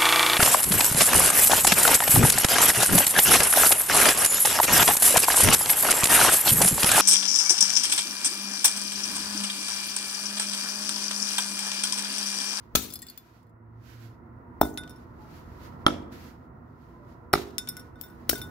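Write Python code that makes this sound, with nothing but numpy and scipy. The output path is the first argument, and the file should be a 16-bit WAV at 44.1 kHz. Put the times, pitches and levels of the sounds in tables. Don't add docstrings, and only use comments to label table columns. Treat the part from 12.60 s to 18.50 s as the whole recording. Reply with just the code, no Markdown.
import sys
import numpy as np
from scipy import signal
from scipy.fft import rfft, irfft, next_fast_len
from scipy.io import wavfile
from scipy.ndimage import uniform_filter1d

SR = 44100
rng = np.random.default_rng(int(sys.argv[2]) if len(sys.argv) > 2 else 0)


def volts(x):
    e = np.asarray(x, float) / 20
    return 10 ** e


def bounce(signal):
    frames = np.transpose(np.atleast_2d(signal))
    limited = np.clip(frames, -1, 1)
    pcm = np.round(limited * 32767).astype(np.int16)
    wavfile.write(sys.argv[1], SR, pcm)


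N = 260190

BASS_PAN_DB = -2.5
PORT_LAG_S = 0.0001922


def colour(x, points):
    hz, db = np.transpose(points)
    size = next_fast_len(x.shape[-1], True)
    f = np.maximum(np.fft.rfftfreq(size, 1 / SR), 1)
    gain = volts(np.interp(np.log(f), np.log(hz), db))
    return irfft(rfft(x, size) * gain, size)[..., :x.shape[-1]]


def unit(x):
    return x / np.sqrt(np.mean(x ** 2))


def curve(rows):
    s, *columns = np.transpose(rows)
    return [np.interp(np.arange(N) / SR, s, c) for c in columns]


def walk(rate, channels=1):
    k = int(SR / rate)
    steps = np.repeat(rng.standard_normal((channels, N // k + 1)), k, axis=1)
    smooth = uniform_filter1d(uniform_filter1d(steps, k), k)
    return unit(smooth[:, :N])


def add(out, x, s):
    i = int(s * SR)
    out[:, i:i + x.shape[1]] += x[:, :out.shape[1] - i]


def pan(db):
    return volts(np.array([[db / 2], [-db / 2]]))


def ring(hz, t60, rise_s, length_s, lag_s):
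    t = np.maximum(np.arange(int(length_s * SR)) / SR - np.array([[0], [lag_s]]), 0)
    return -np.sin(2 * np.pi * hz * t) * (1 - np.exp(-t / rise_s)) * volts(-60 * t / t60)


# t/s, level/dB
ROAD = [(0.0, -53), (0.23, -50), (0.52, -56.5), (0.89, -55.5), (1.26, -53), (1.77, -48.5), (2.0, -47),
        (2.41, -48), (3.38, -42), (3.79, -48.5), (4.24, -50), (5.06, -47), (5.44, -48.5), (5.9, -42.5)]
# f/Hz, level/dB per Hz
TOWN = [(15, -54.5), (25, -37), (41, -14.5), (70, -5), (149, -8), (175, -15), (206, -10), (242, -8.5),
        (309, -13.5), (695, -16), (1100, -13.5), (2110, -30), (3340, -59.5), (7310, -63), (16000, -52)]
# t/s, f/Hz, level/dB
DRONE = [(.65, 111, -78), (.8, 110.2, -64), (1.186, 112.4, -48), (1.286, 116.8, -53.5), (1.472, 113.4, -46),
         (1.665, 112.3, -65.5), (1.768, 118.8, -46), (1.95, 113.9, -95)]


def traffic():
    calm_db, rumble_db, wash_db = -48, -47, -57
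    wash_swing = 0.92
    busy_db = curve(ROAD)[0] - calm_db
    low_db = rumble_db + busy_db
    high_db = wash_db + wash_swing * busy_db
    out = 0
    for mid_hz in 30 * 2 ** np.arange(0, 9.2, .5):
        noise = rng.standard_normal((3, N))
        own = np.clip((mid_hz / 700) ** 0.77, .15, 1)
        mixed = np.sqrt(1 - own ** 2) * noise[0] + own * noise[1:]
        band = colour(mixed, [(mid_hz / 2, -40), (mid_hz, 0), (mid_hz * 2, -40)])
        drive_db = low_db if mid_hz < 470 else high_db + 4.0
        out = out + volts(drive_db + 0.58 * walk(4.63)) * band
    drone_hz, drone_db = curve(DRONE)
    engine = np.sin(2 * np.pi * np.cumsum(drone_hz) / SR)
    drone = np.sqrt(2) * volts(drone_db + 1.0 * walk(5.9)) * engine
    return pan(BASS_PAN_DB) * (volts(28.5) * colour(out, TOWN) + drone)


# t/s at full level, swell/s, hold/s, level/dB
MOVEMENTS = [(0., .05, .04, -77), (0.165, 0.07, 0.59, -74), (1.298, 0.13, 0.17, -70),
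             (2.415, 0.87, 0.026, -78.5), (2.713, 0.17, 0.053, -65.5), (2.893, 0.3, 0.16, -81),
             (3.048, 0.13, 0.044, -68), (3.2, 0.08, .07, -86), (3.524, 0.016, 0.16, -64.5),
             (4.245, .4, 0.12, -84.5), (4.518, 0.27, .01, -79), (5.193, 0.48, 0.02, -72),
             (5.404, .05, 0.098, -77.5), (5.62, 0.33, .3, -75)]
# f/Hz, level/dB per Hz
CLOTH = [(880, -25), (1500, -2.5), (1790, -6.5), (2320, -8), (3480, -12.5), (4640, -11.5), (7100, -18),
         (9100, -27), (11500, -17), (16000, -20)]


def rustle():
    swell_db, settle_db_per_s = 22.5, 174
    t = np.arange(N) / SR
    level = 0
    for s, swell, hold, db in MOVEMENTS:
        before = np.maximum(s - t, 0)
        after = np.maximum(t - s - hold, 0)
        level = level + volts(db - swell_db * before / swell - settle_db_per_s * after)
    hiss = unit(colour(rng.standard_normal((2, N)), CLOTH))
    return level * volts(8.0 + 3.0 * walk(25, channels=2)) * pan(-4.5) * hiss


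SPRAY_T60_S = 0.38

# t/s, length/s, level/dB, tilt/dB per octave, crumbs/dB
CRUNCHES = [
    (0.1517, 0.0084, -10.5, 4.5, -13),
    (2.0124, 0.004, -12, 7.5, -27.5),
    (3.264, 0.0044, -16, -6.5, -16),
    (4.7302, .007, -25, -1, -8),
    (5.412, .001, -26, 11, -30),
    (5.693, 0.0053, -11, 5.5, -20),
]


def crunch():
    crumb_db = -21
    ripple_db, clump_db = 3., 2.5
    out, t = np.zeros((2, N)), np.arange(SR // 2) / SR
    for s, length, db, tilt_db, spray_db in CRUNCHES:
        pan_db = max(5 + 1.1 * tilt_db, 0)
        noise = rng.standard_normal((3, len(t)))
        clicks = volts(0.83 * unit(uniform_filter1d(rng.standard_normal(len(t)), size=40)))
        clumps = volts(clump_db * unit(uniform_filter1d(noise[0], size=500)))
        ripple = np.transpose([np.geomspace(1500, 16000, num=110), ripple_db * noise[0, :110]])
        burst = np.minimum(t / .001, 1) * np.exp(-np.maximum(t - length, 0) / .0015)
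        dust = volts(spray_db - 60 * t / SPRAY_T60_S) * np.minimum(t / length, 1) * clumps
        tone = [(100, -20), (500, 8.5 - 3.1 * tilt_db), (4000, 3),
                (9000, tilt_db - 5.0), (15000, 2 * tilt_db)]
        crackle = colour(.5 * noise[0] + noise[1:], tone)
        left, right = unit(colour(crackle, ripple)) * (burst + dust) * clicks
        right = colour(right, [(4500, 0.0061), (14000, -2 * pan_db)])
        add(out, volts(db) * np.array([left, right]), s)
        chips = crumbs(count=220, tilt_db=tilt_db)
        add(out, volts(db + spray_db + crumb_db) * pan(pan_db) * chips, s + length)
    return out


def crumbs(count, tilt_db):
    size_spread_db = 2.5
    out = np.zeros((2, SR // 2))
    for when, pitch, size, side in rng.random((count, 4)):
        hz, s = 2500 * 6.2 ** pitch, 0.27 * when ** 1.5
        size_db = -size_spread_db * np.log(1 - size)
        db = tilt_db * np.log2(hz / 4000) + size_db - 60 * s / SPRAY_T60_S
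        chip = ring(hz, 0.028, 0.000071, .02, PORT_LAG_S * 2 * side)
        add(out, volts(db) * pan(14. * (side - .5)) * chip, s)
    return out


# t/s, contact/s, right port lag/s, bass left minus right/dB
BLOWS = [
    (0.1522, .0004, .0001, 6.5),
    (2.0142, .0008, .0001, -1.5),
    (3.26495, .00008, .0002, -3.),
    (4.7374, .0002, 0., -3.5),
    (5.6950, .0004, .0003, -2.),
    (5.7305, .0003, .0002, -3.),
]
# f/Hz, level/dB, t60/s
KNOCKS = [
    [(260, -13, 0.014), (430, -20, 0.023), (573, -17.5, .02), (1313, -24, 0.057), (3330, -17.5, 0.037),
     (4720, -25.5, 0.032), (6800, -20.5, 0.06)],
    [(326, -10, 0.025), (437.4, -9, 0.023), (677, -1.5, 0.014), (833, 4.5, 0.0079), (1246, -8, 0.013),
     (1510, -36, 0.0092)],
    [(160, -30, 0.026), (327, -8, 0.021), (820, -18.5, 0.046), (1302, -4.5, 0.026), (2230, -19, 0.015),
     (3280, -3.5, 0.0096), (5153, -14, 0.0066), (10930, -31.5, 0.086), (12800, -41, 0.065)],
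    [(164.4, -32, 0.17), (394, -12.5, 0.039), (777, -3.5, 0.011), (1289, -3, 0.013), (1910, -12.5, 0.015),
     (4300, -1.5, 0.0027)],
    [(330, -29, 0.041), (582, -10.5, 0.006), (1420, -10.5, 0.0111)],
    [(407, -19.5, 0.02), (640, -26.5, 0.029), (1590, -25.5, 0.032), (2600, -44.5, 0.0091)],
]
# t/s, f/Hz, level/dB
TAPS = [
    (2.59, 858, -49.5),
    (4.33, 1020, -52),
    (4.39, 587, -51.5),
]
# t/s, level/dB
JOLTS = [
    (0.154, -30.5),
    (2.017, -27.5),
    (4.738, -36),
    (5.696, -34.5),
]


def hammer():
    out = np.zeros((2, N))
    for (s, contact, lag, bass_db), modes in zip(BLOWS, KNOCKS):
        for hz, db, t60 in modes:
            pan_db = bass_db if hz < 2500 else -.8
            add(out, volts(db) * pan(pan_db) * ring(hz, t60, contact, 0.27, lag), s)
    for s, hz, db in TAPS:
        add(out, volts(db) * pan(BASS_PAN_DB) * ring(hz, 0.39, 0.0091, .3, PORT_LAG_S), s)
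    for s, db in JOLTS:
        add(out, volts(db) * pan(10.0) * ring(68, 0.21, 0.0066, 0.9, 0.0006), s)
    return out


# t/s, level/dB, top f/Hz
ECHOES = [
    (0.017, -12.5, 6880),
    (.039, -19, 2500),
]
# f/Hz, t60/s, level/dB
YARD = [(150, 0.48, -7.5), (442.2, 0.66, -12), (1000, 0.93, -35.5), (2500, 0.34, -18.5),
        (5960, 0.29, -11.5), (13000, 0.1, -17.5)]


def yard():
    round_trip_s = .01975
    t = np.arange(SR) / SR
    flutter = np.zeros((2, SR))
    rounds = np.arange(1, 40)
    returns = 0.39 ** rounds + volts(-11) * 0.857 ** rounds
    flutter[:, (rounds * round_trip_s * SR).astype(int)] = returns
    out = volts(-7.5) * colour(flutter, [(130, -17.5), (230, 8.5), (450, 2.5), (600, -23.5)])
    for s, db, top_hz in ECHOES:
        rough = rng.standard_normal((2, SR)) * np.exp(-np.abs(t - s) / 0.003)
        out += volts(db - 22.0) * colour(rough, [(200, -6), (800, 0), (top_hz, -4), (2 * top_hz, -20)])
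    for hz, t60, db in YARD:
        noise = rng.standard_normal((3, SR))
        share = min(100 / hz, .4)
        mixed = share * noise[0] + np.sqrt(1 - share ** 2) * noise[1:]
        band = colour(mixed, [(hz / 3.9, -30), (hz, 0), (hz * 7.5, -30)])
        fade = np.clip((t - .006) / 0.027, 0, 1) * volts(-60 * t / t60)
        out += volts(db) * band * fade / np.sqrt(np.sum(fade ** 2))
    return out


def landing(s, tick_db, bright_db, until, modes, pan_db):
    tumble_hz, tumble_depth = 29.5, 0.087
    out, t = np.zeros((2, SR // 4)), np.arange(SR // 4) / SR
    for (hz, t60, db), z in zip(modes, rng.standard_normal((len(modes), 5))):
        side = pan(pan_db * min(hz / 10000, 1) + BASS_PAN_DB + 1.88 * z[0])
        depth = min(tumble_depth * hz / 4000, .8)
        tumble = 1 + depth * np.cos(2 * np.pi * tumble_hz * (1 + 0.18 * z[3]) * t + z[4])
        choke = np.exp(-np.maximum(t - (until - s), 0) * (hz / 1800.0) ** 2)
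        lag_s = PORT_LAG_S * (0.262 + abs(z[2]) * (hz > 6000))
        note = ring(hz * (1 + 0.0011 * z[1]), t60, 0.00022, 1 / 4, lag_s)
        out += volts(db) * side * tumble * choke * note
    tone = [(800, 3), (3000, 10.5), (8000, bright_db / 2 + 8.5), (15000, bright_db + 4.0)]
    crack = unit(colour(rng.standard_normal(out.shape), tone))
    tick_and_rattle = np.exp(-t / 0.00018) + volts(-15.0) * np.exp(-t / 0.0058)
    return out + volts(tick_db) * pan(2.4) * crack * tick_and_rattle


# t/s, tick/dB, ring/dB, tilt/dB per octave, shimmer/dB
BOUNCES = [(2.175, -21.5, -48.5, 10, -6), (2.1804, -40, -40.5, 8, -15.5), (2.2354, -34.5, -54, 5.5, -19),
           (2.2772, -39.5, -67, 8.5, -16), (2.2955, -40, -55.5, -3, 7), (2.3077, -49, -65, 4.5, 3),
           (2.3598, -59, -61.5, -4, 8.5), (4.9822, -13.5, -45.5, 10.5, 3), (5.074, -28.5, -46, 5, -13),
           (5.0878, -23, -49, 7, 10.5), (5.1682, -29.5, -43.5, -6, 8.5), (5.1957, -38, -57, 0.5, 11),
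           (5.3566, -68.5, -53.5, -7, -6), (5.4111, -55, -56.5, -5, 6), (5.436, -57, -51, 1.5, 0.5),
           (5.4999, -59, -55.5, -10, 5), (5.7544, -41, -38, -2, .5), (5.8157, -32.5, -40.5, 4, -5.5)]
# t/s, tick/dB, ring/dB, tilt/dB per octave, shimmer/dB
LAUNCHES = [
    (2.016, -60.5, -36, 2.6, -2.5),
    (4.73, -62, -52, 14, 11),
    (5.697, -71, -63, 11.5, 23),
]
# f/Hz, t60/s, level/dB
PIECE = [(1476, .35, 0), (3598, .12, 0), (5405, .08, 0), (2056, .12, -17), (8344, .08, -8), (9550, .08, -9),
         (10860, .095, -2), (12420, .065, -8), (13400, .07, -7), (14510, .05, -9)]
# t/s, tick/dB, ring/dB, low f/Hz, high f/Hz
SHARDS = [(0.3037, -32.5, -53, 4460, 12700), (0.3244, -36, -47, 5600, 11100),
          (0.3373, -29, -37, 10950, 13530), (0.3562, -28.5, -38, 5040, 11500),
          (0.3903, -36.5, -54, 4220, 13800), (0.4192, -32, -45, 7700, 13600),
          (0.4264, -33.5, -46, 1890, 15970), (0.467, -36.5, -50, 7660, 14700),
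          (0.4857, -41, -43, 4554, 4760), (0.4988, -34.5, -44.5, 4360, 13500),
          (0.576, -35, -41, 13700, 15000), (0.8298, -61.5, -79, 2060, 12280),
          (0.869, -68, -76, 1820, 12450), (0.8944, -65, -86, 2050, 8720), (2.0514, -42, -48, 2060, 8750)]
# f/Hz, t60/s, level/dB
CHIP = [(3500, .1, -9), (4235, .09, -8), (4985, .09, -8), (6944, .06, -9), (7530, .07, -9),
        (9150, .045, -9), (11030, .07, -7), (12090, .05, -9), (13540, .06, -8), (14730, .045, -10),
        (15510, .045, -10)]


def pieces():
    scatter_db = 4.
    tilt_top_hz = 3600
    shard_high_db, shared_db = 1.5, -13.5
    out, rows = np.zeros((2, N)), sorted(BOUNCES + LAUNCHES)
    ends = [row[0] for row in rows[1:]] + [N / SR]
    for (s, tick_db, ring_db, tilt_db, shimmer_db), until in zip(rows, ends):
        modes = []
        for (hz, t60, db), luck in zip(PIECE, scatter_db * rng.standard_normal(len(PIECE))):
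            mode_db = ring_db + db - 1.4 + tilt_db * np.log2(min(hz, tilt_top_hz) / PIECE[0][0])
            mode_db += shimmer_db * (hz > tilt_top_hz) + luck * (db < 0)
            modes.append((hz, t60, mode_db))
        add(out, landing(s, tick_db, 1.1 * shimmer_db - .1, until, modes, 4.5), s)
    ends = [row[0] for row in SHARDS[1:]] + [N / SR]
    for (s, tick_db, ring_db, low_hz, high_hz), until in zip(SHARDS, ends):
        modes = [(low_hz, .07, ring_db), (high_hz, .045, ring_db + shard_high_db)]
        for (hz, t60, db), luck in zip(CHIP, scatter_db * rng.standard_normal(len(CHIP))):
            modes.append((hz, t60, db + shared_db + tick_db + shard_high_db * (hz > 8000) + luck))
        add(out, landing(s, tick_db, 10.0, until, modes, 11.0), s)
    return out


def scene():
    blows = hammer() + crunch()
    clinks = pieces()
    wet = signal.fftconvolve(blows + volts(-5) * clinks, yard(), axes=1)[:, :N]
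    return blows + clinks + wet + rustle() + traffic()


def roll_off(x):
    return signal.sosfilt(signal.butter(12, 17170, fs=SR, output="sos"), x)


# f/Hz, level/dB
PHONE_BAND = [(22, -14), (45, 0), (15700, 0), (15900, -15), (16900, -20), (17250, -100)]


def record(dry):
    rounded = np.tanh(dry / 1.428) * 1.644
    return roll_off(colour(rounded, PHONE_BAND))


dry = scene()
out = record(dry)
bounce(out)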